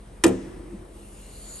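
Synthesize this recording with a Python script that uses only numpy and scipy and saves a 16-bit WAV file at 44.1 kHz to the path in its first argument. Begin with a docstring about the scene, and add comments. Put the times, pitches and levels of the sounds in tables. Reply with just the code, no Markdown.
"""Opening a car hood in a workshop

A car hood is unlatched and lifted in a large workshop. The steel catch snaps back and bounces: noise cracks
and dying sine tones, while slower tones make the hood panel boom. Soft thuds reuse the panel tones.
Shaped noise makes the hollow hum of the hood, a jacket's rustle and the gas struts' hiss, which mostly
grows as they extend. Ventilation mixes air noise with low hum tones. Echoes add the nearby surfaces
and a hall that rings on."""
import sys
import numpy as np
from scipy import signal
from scipy.fft import rfft, irfft, next_fast_len
from scipy.io import wavfile
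from scipy.ndimage import uniform_filter1d, map_coordinates

SR = 44100
rng = np.random.default_rng(int(sys.argv[2]) if len(sys.argv) > 2 else 0)


def to_wav(s):
    """Save 16-bit WAV."""
    ch = np.atleast_2d(s).T  # columns
    pcm = np.round(np.clip(ch, -1, 1) * 32767)  # PCM
    wavfile.write(sys.argv[1], SR, pcm.astype(np.int16))


N = 70560  # length of the scene in samples

# Noise colour of a crack: (frequency [Hz], relative level per Hz [dB])
CRACK_COLOUR = [(480, -6), (650, -4.5), (1000, -5.5), (1500, -2.5), (2500, -4), (4200, -9), (6000, -9),
                (8500, -4.5), (9700, -5), (10700, -10), (11500, -15), (13000, -34)]
# Ringing tones of the steel catch: (frequency [Hz], relative level [dB], time to fade by 60 dB [s])
CATCH_TONES = [(1225, -12, .065), (1560, -13, .025), (1860, -16, .02), (2085, -14, .022), (2430, -12, .022),
               (3015, -12, .018), (3450, -15, .015), (5830, -12, .018), (7200, -11, .018), (8300, -6, .018),
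               (8600, -6, .018), (9450, -9, .018)]


def catch_hit(t, light):
    """Steel struck on steel: short ringing tones plus a burst of noise that dies quickly."""
    crack = filtered(rng.standard_normal(len(t)), lambda hz: amp(along(CRACK_COLOUR, hz)) * (hz > 450))
    crack = unit(crack) * (1 - np.exp(-t / 0.0011))  # swells in about a millisecond
    crack_fade = amp(8.5 - 60 * t / 0.027)  # starts at 8.5 dB, drops 60 dB in 0.027 s
    hit = ring(CATCH_TONES, t, rise_cycles=1.6, flutter_db=5.0) + crack_fade * crack
    if light:
        bounce_hz = 5600  # light bounces keep mostly the treble
        hit = filtered(hit, lambda hz: (1j * hz / (bounce_hz + 1j * hz)) ** 3)
    return hit


# Booming tones of the hood panel: (frequency [Hz], relative level [dB], time to fade by 60 dB [s])
PANEL_TONES = [(81, -18.5, 0.25), (114.3, -12, 0.38), (154.5, -18, 0.35), (190.9, -8.5, 0.31),
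               (229.6, -19.5, 0.48), (261.5, -9.5, 0.27), (282, -0.5, 0.15), (334, 4, 0.12),
               (378.7, -9.5, 0.17), (391, -21, 0.099), (452.3, -13.5, 0.224), (514, -11, 0.29),
               (589, -7.5, 0.068), (631, -2, 0.078), (682, -7.5, 0.048), (791, -15, 0.061),
               (867, -19, 0.12)]


def panel_boom(t, flutter_db):
    """Sheet metal set swinging: each tone swells over a few cycles, then dies away."""
    return ring(PANEL_TONES, t, rise_cycles=1.8, flutter_db=flutter_db)


def thud(t, favoured_hz):
    """A soft push on the panel: a slower start, extra damping and one favoured pitch range."""
    width_hz, rise_s, fade_s = 65, 0.008, 0.11
    soft = panel_boom(t, flutter_db=0.5) * amp(-60 * t / fade_s) * (1 - np.exp(-t / rise_s))

    def resonance(hz):
        damping = 1j * hz * width_hz
        return (damping / (favoured_hz ** 2 - hz ** 2 + damping)) ** 2

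    return filtered(soft, resonance)


# Contacts of the catch: (time [s], catch gain [dB], panel gain [dB])
CATCH_CONTACTS = [(.2378, -16, -9.5), (.2402, -18.5, -14), (.2428, -26.5, -20), (.2642, -22.5, -19.5),
                  (.2685, -35.5, -27.5), (.279, -28.5, -28), (.29, -38, -30)]
# Soft thuds of the hood on its hinges: (time [s], favoured frequency [Hz], gain [dB])
HINGE_THUDS = [(0.48, 380, -16.5), (.719, 190, -8.5)]


def hood():
    """Every contact cracks and rings the catch and booms the panel; thuds only move the panel."""
    out = np.zeros(N)
    t = np.arange(SR // 2) / SR
    panel_lag_s = 0.00304  # the panel answers late
    for k, (start, catch_db, panel_db) in enumerate(CATCH_CONTACTS):
        add(out, start, amp(catch_db) * catch_hit(t, light=k > 2))
        add(out, start + panel_lag_s, amp(panel_db) * panel_boom(t, flutter_db=2.2))
    for start, favoured_hz, level_db in HINGE_THUDS:
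        add(out, start, amp(level_db) * thud(t, favoured_hz))
    return out


# Hum of the hollow hood while it swings up: (time [s], level [dB])
HOLLOW_LEVEL = [(.38, -60), (.46, -51), (.55, -49), (.7, -44.5), (.86, -56), (.92, -76), (1.02, -55),
                (1.12, -63), (1.2, -70)]


def hollow():
    """Handling shakes the air in the hood, which favours one narrow band of noise."""
    centre_hz, width_hz = 341, 25
    s, db = np.transpose(HOLLOW_LEVEL)
    level_db = np.interp(np.arange(N) / SR, s, db, left=-120, right=-120)
    hum = rush(lambda hz: 1 / (1 + (2 * (hz - centre_hz) / width_hz) ** 2), patchy_db=2)
    return amp(level_db) * hum


# Strut hiss: (time [s], level [dB])
HISS_LEVEL = [(0.8, -84), (0.886, -71), (0.948, -56.5), (1.136, -54), (1.198, -50.5), (1.3, -51),
              (1.55, -42.5), (1.6, -43)]
# Colour of the hiss: (frequency [Hz], relative level per Hz [dB])
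HISS_COLOUR = [(1200, -7.5), (1800, -15), (3500, -10.5), (5500, -14), (7000, -9), (8500, -5.5), (9900, 4.5),
               (10800, -1), (11500, -10.5), (12300, -26), (13000, -27)]
# Valve resonances:
# (frequency [Hz], width [Hz], level before wavering [dB], loudest time [s], spread in time [s])
VALVE_BANDS = [(2820, 390, -64, 1.234, 0.18), (4100, 250, -65, 1.24, 0.035),
               (4200, 380, -59.5, 1.357, 0.019), (4450, 310, -60, 1.46, 0.028),
               (4340, 940, -56.5, 1.533, 0.16), (7010, 600, -45.5, 1.522, 0.066),
               (7080, 370, -60.5, 1.43, 0.24)]


def struts():
    """Gas rushing through the valves: broad hiss and breathy bands that come and go."""
    s, db = np.transpose(HISS_LEVEL)
    t = np.arange(N) / SR
    noise = rush(lambda hz: amp(along(HISS_COLOUR, hz)) * (hz > 1000), patchy_db=2.4)
    out = amp(np.interp(t, s, db)) * (t > s[0]) * noise
    for centre_hz, width_hz, level_db, loudest_s, span_s in VALVE_BANDS:
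        swell = np.exp(-((t - loudest_s) / span_s) ** 2 / 2)
        band = rush(lambda hz: 1 / (1 + (2 * (hz - centre_hz) / width_hz) ** 4), patchy_db=1.5)
        out = out + amp(level_db + 0.77 * wobble(14.5)) * swell * band
    return out


def jacket():
    """A jacket swings past: rubbing cloth as a soft, uneven low band of noise."""
    centre_hz, width_hz = 520, 620
    loudest_s, span_s = 1.577, 0.15
    swell = np.exp(-((np.arange(N) / SR - loudest_s) / span_s) ** 2 / 2)
    level = amp(-56.5 + 2.7 * wobble(25.6))
    cloth = rush(lambda hz: hz / (hz + 150) / (1 + (2 * (hz - centre_hz) / width_hz) ** 2), patchy_db=0.5)
    return level * swell * cloth


# Colour of the ventilation air, before its lows are thinned: (frequency [Hz], relative level per Hz [dB])
AIR_COLOUR = [(18, -11), (30, 1.5), (71, -7), (200, -16.5), (260, -19), (430, -18.5), (750, -26.5),
              (1870, -35.5), (4000, -43), (7200, -46.5), (8600, -38.5), (10200, -35), (11100, -38.5),
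              (11700, -59), (13000, -92)]
# Ventilation hum: (frequency [Hz], level before wavering [dB])
HUM_TONES = [(43.1, -47), (60, -54.5), (204, -57.5)]


def workshop():
    """Ventilation: broad air noise and low tones, slightly unsteady in level and pitch."""
    t = np.arange(N) / SR
    # the division thins the air noise below about 70 Hz
    air = rush(lambda hz: amp(along(AIR_COLOUR, hz)) * hz ** 2 / (hz ** 2 + 70 ** 2), patchy_db=1.2)
    out = amp(-48 + 0.7 * wobble(1.7)) * air
    for hz, level_db in HUM_TONES:
        cycles = hz * t + rng.random() + 0.011 * wobble(5.2)
        tone = np.sqrt(2) * np.sin(2 * np.pi * cycles)  # rms 1
        out = out + amp(level_db + 1.3 * wobble(4.8)) * tone
    return out


# Echo of the engine bay and floor: (frequency [Hz], time to fade by 60 dB [s])
BAY_FADE = [(80, 0.3), (1000, 0.25), (10000, 0.073)]


def bay_echo(near):
    """Nearby clutter swallows treble, and long waves pass round it, so its echo lacks both ends."""
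    thin_hz, dull_hz = 320, 2780
    returned = filtered(near, lambda hz: 1j * hz / (thin_hz + 1j * hz) / (1 + 1j * hz / dull_hz))
    return amp(-5) * echo(returned, BAY_FADE, delay_s=0.003)


# Echo of the hall: (frequency [Hz], time to fade by 60 dB [s])
HALL_FADE = [(80, 3.5), (340, 2.2), (1000, 2.6), (3000, 1.07), (6000, 0.96), (10000, 0.27)]


def hall_echo(near):
    """The large hall answers a little later and rings on."""
    return amp(-22) * echo(radiated(near), HALL_FADE, delay_s=0.027)


def radiated(x):
    """What the hall receives from all sides: one blow of the same energy, narrow peaks averaged out."""
    blend = 0.12  # averages from 12% below to 12% above each frequency
    total = np.cumsum(np.abs(rfft(x)) ** 2)
    k = np.arange(N // 2 + 1)
    lo, hi = k * (1 - blend), k * (1 + blend) + 1
    power = (np.interp(hi, k, total) - np.interp(lo, k, total)) / (hi - lo)
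    blow = irfft(np.sqrt(np.abs(power)), N)
    return np.roll(blow, round(CATCH_CONTACTS[0][0] * SR))  # moved to the first contact


def echo(x, decay, delay_s):
    """Reverberation as a burst of noise in which each frequency dies at its own speed."""
    hz, t, z = signal.stft(rng.standard_normal((2, N)), SR, nperseg=256)
    fade = amp(-60 * t / along(decay, hz)[:, None])
    noise = signal.istft(z * fade, SR, nperseg=256)[1][:, :N]
    tail = spread(noise, np.ones_like) / np.sqrt(N)
    delayed = np.pad(x, (round(delay_s * SR), 0))
    return signal.fftconvolve(delayed[None], tail, axes=1)[:, :N]


def ring(modes, t, rise_cycles, flutter_db):
    """A sum of dying tones, each swelling over a few cycles and fluttering in level."""
    out = np.zeros(len(t))
    for hz, db, t60 in modes:
        flutter = flutter_db * wobble(60)[:len(t)]
        swell = 1 - np.exp(-t * hz / rise_cycles)
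        out += amp(db + flutter - 60 * t / t60) * np.sin(2 * np.pi * hz * t) * swell
    return out


def rush(gain, patchy_db):
    """Stereo noise of rms 1, with patches in time and pitch that are louder or softer."""
    z = signal.stft(rng.standard_normal((2, N)), nperseg=512)[2]
    field = rng.standard_normal(z.shape[1:])
    field = uniform_filter1d(field, size=6, axis=0)  # smooth over frequency
    field = uniform_filter1d(field, size=14, axis=1)  # smooth over time
    noise = signal.istft(z * amp(patchy_db * unit(field)), nperseg=512)[1][:, :N]
    return spread(noise, gain)


# Left-right likeness of diffuse sound: (frequency [Hz], likeness [0 to 1])
LIKENESS = [(60, .98), (130, .96), (350, .75), (1000, .15), (1700, .3), (2400, .6), (4500, .75),
            (5200, .45), (7200, .7), (8000, 1)]


def spread(pair, gain):
    """Two noises mixed so that left and right are partly alike, as in sound from all around."""
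    def mix(hz):
        turn = np.arccos(along(LIKENESS, hz)) / 2
        return gain(hz) * np.array([np.cos(turn), np.sin(turn)])

    mid, side = filtered(pair, mix)
    return unit(np.array([mid + side, mid - side]))


def amp(db):
    """Turns decibels into a gain."""
    return 10 ** (np.asarray(db) / 20)


def unit(x):
    """Scales a signal to rms 1."""
    return x / np.sqrt(np.mean(x ** 2) + 1e-20)


def along(points, hz):
    """Reads between (frequency, value) points on a logarithmic frequency axis."""
    f, v = np.transpose(points)
    return np.interp(np.log(hz + 1), np.log(f + 1), v)


def wobble(rate):
    """A smooth random curve with `rate` random points a second."""
    knots = rng.standard_normal(int(N * rate / SR) + 4)
    return map_coordinates(knots, [np.arange(N) * rate / SR])


def filtered(x, response):
    """Changes the strength and phase of each frequency by a given response."""
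    m = next_fast_len(N + SR // 2)
    return irfft(rfft(x, m) * response(np.fft.rfftfreq(m, 1 / SR)), m)[..., :x.shape[-1]]


def add(track, s, sound):
    """Mixes a sound into the track at time s."""
    part = track[round(s * SR):][:len(sound)]
    part += sound[:len(part)]


def scene():
    """The hood close by with its echoes, the softer sounds and the workshop air."""
    near = hood()
    echoes = bay_echo(near) + hall_echo(near)
    return near + echoes + hollow() + struts() + jacket() + workshop()


# Phase between the two microphone ports, opposite near 10 kHz: (frequency [Hz], left leads by [radians])
PORT_LEAD = [(300, 0), (900, 0), (1700, -1), (2400, .3), (3100, .9), (7900, .65), (8600, 0), (9300, -1.7),
             (10250, -np.pi), (10700, -3.7), (11370, -5.3), (12000, -2 * np.pi)]
# Level between the two ports: (frequency [Hz], left minus right [dB])
PORT_LEAN = [(60, .4), (350, .9), (1000, 1), (2400, 3.3), (5500, 3.5), (7200, 1.5), (8000, 0)]


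def record(dry):
    """Each port has its own level and phase; peaks saturate softly; then the top is cut off."""
    ceiling, top_hz = 0.8, 12950
    sides = np.array([[1], [-1]]) / 2  # half the difference goes to each side

    def port(hz):
        return amp(sides * along(PORT_LEAN, hz)) * np.exp(1j * sides * along(PORT_LEAD, hz))

    ports = filtered(dry, port)
    soft = ports / (1 + (ports / ceiling) ** 4) ** (1 / 4)
    return filtered(soft, lambda hz: hz < top_hz)


dry = scene()
out = record(dry)
to_wav(out)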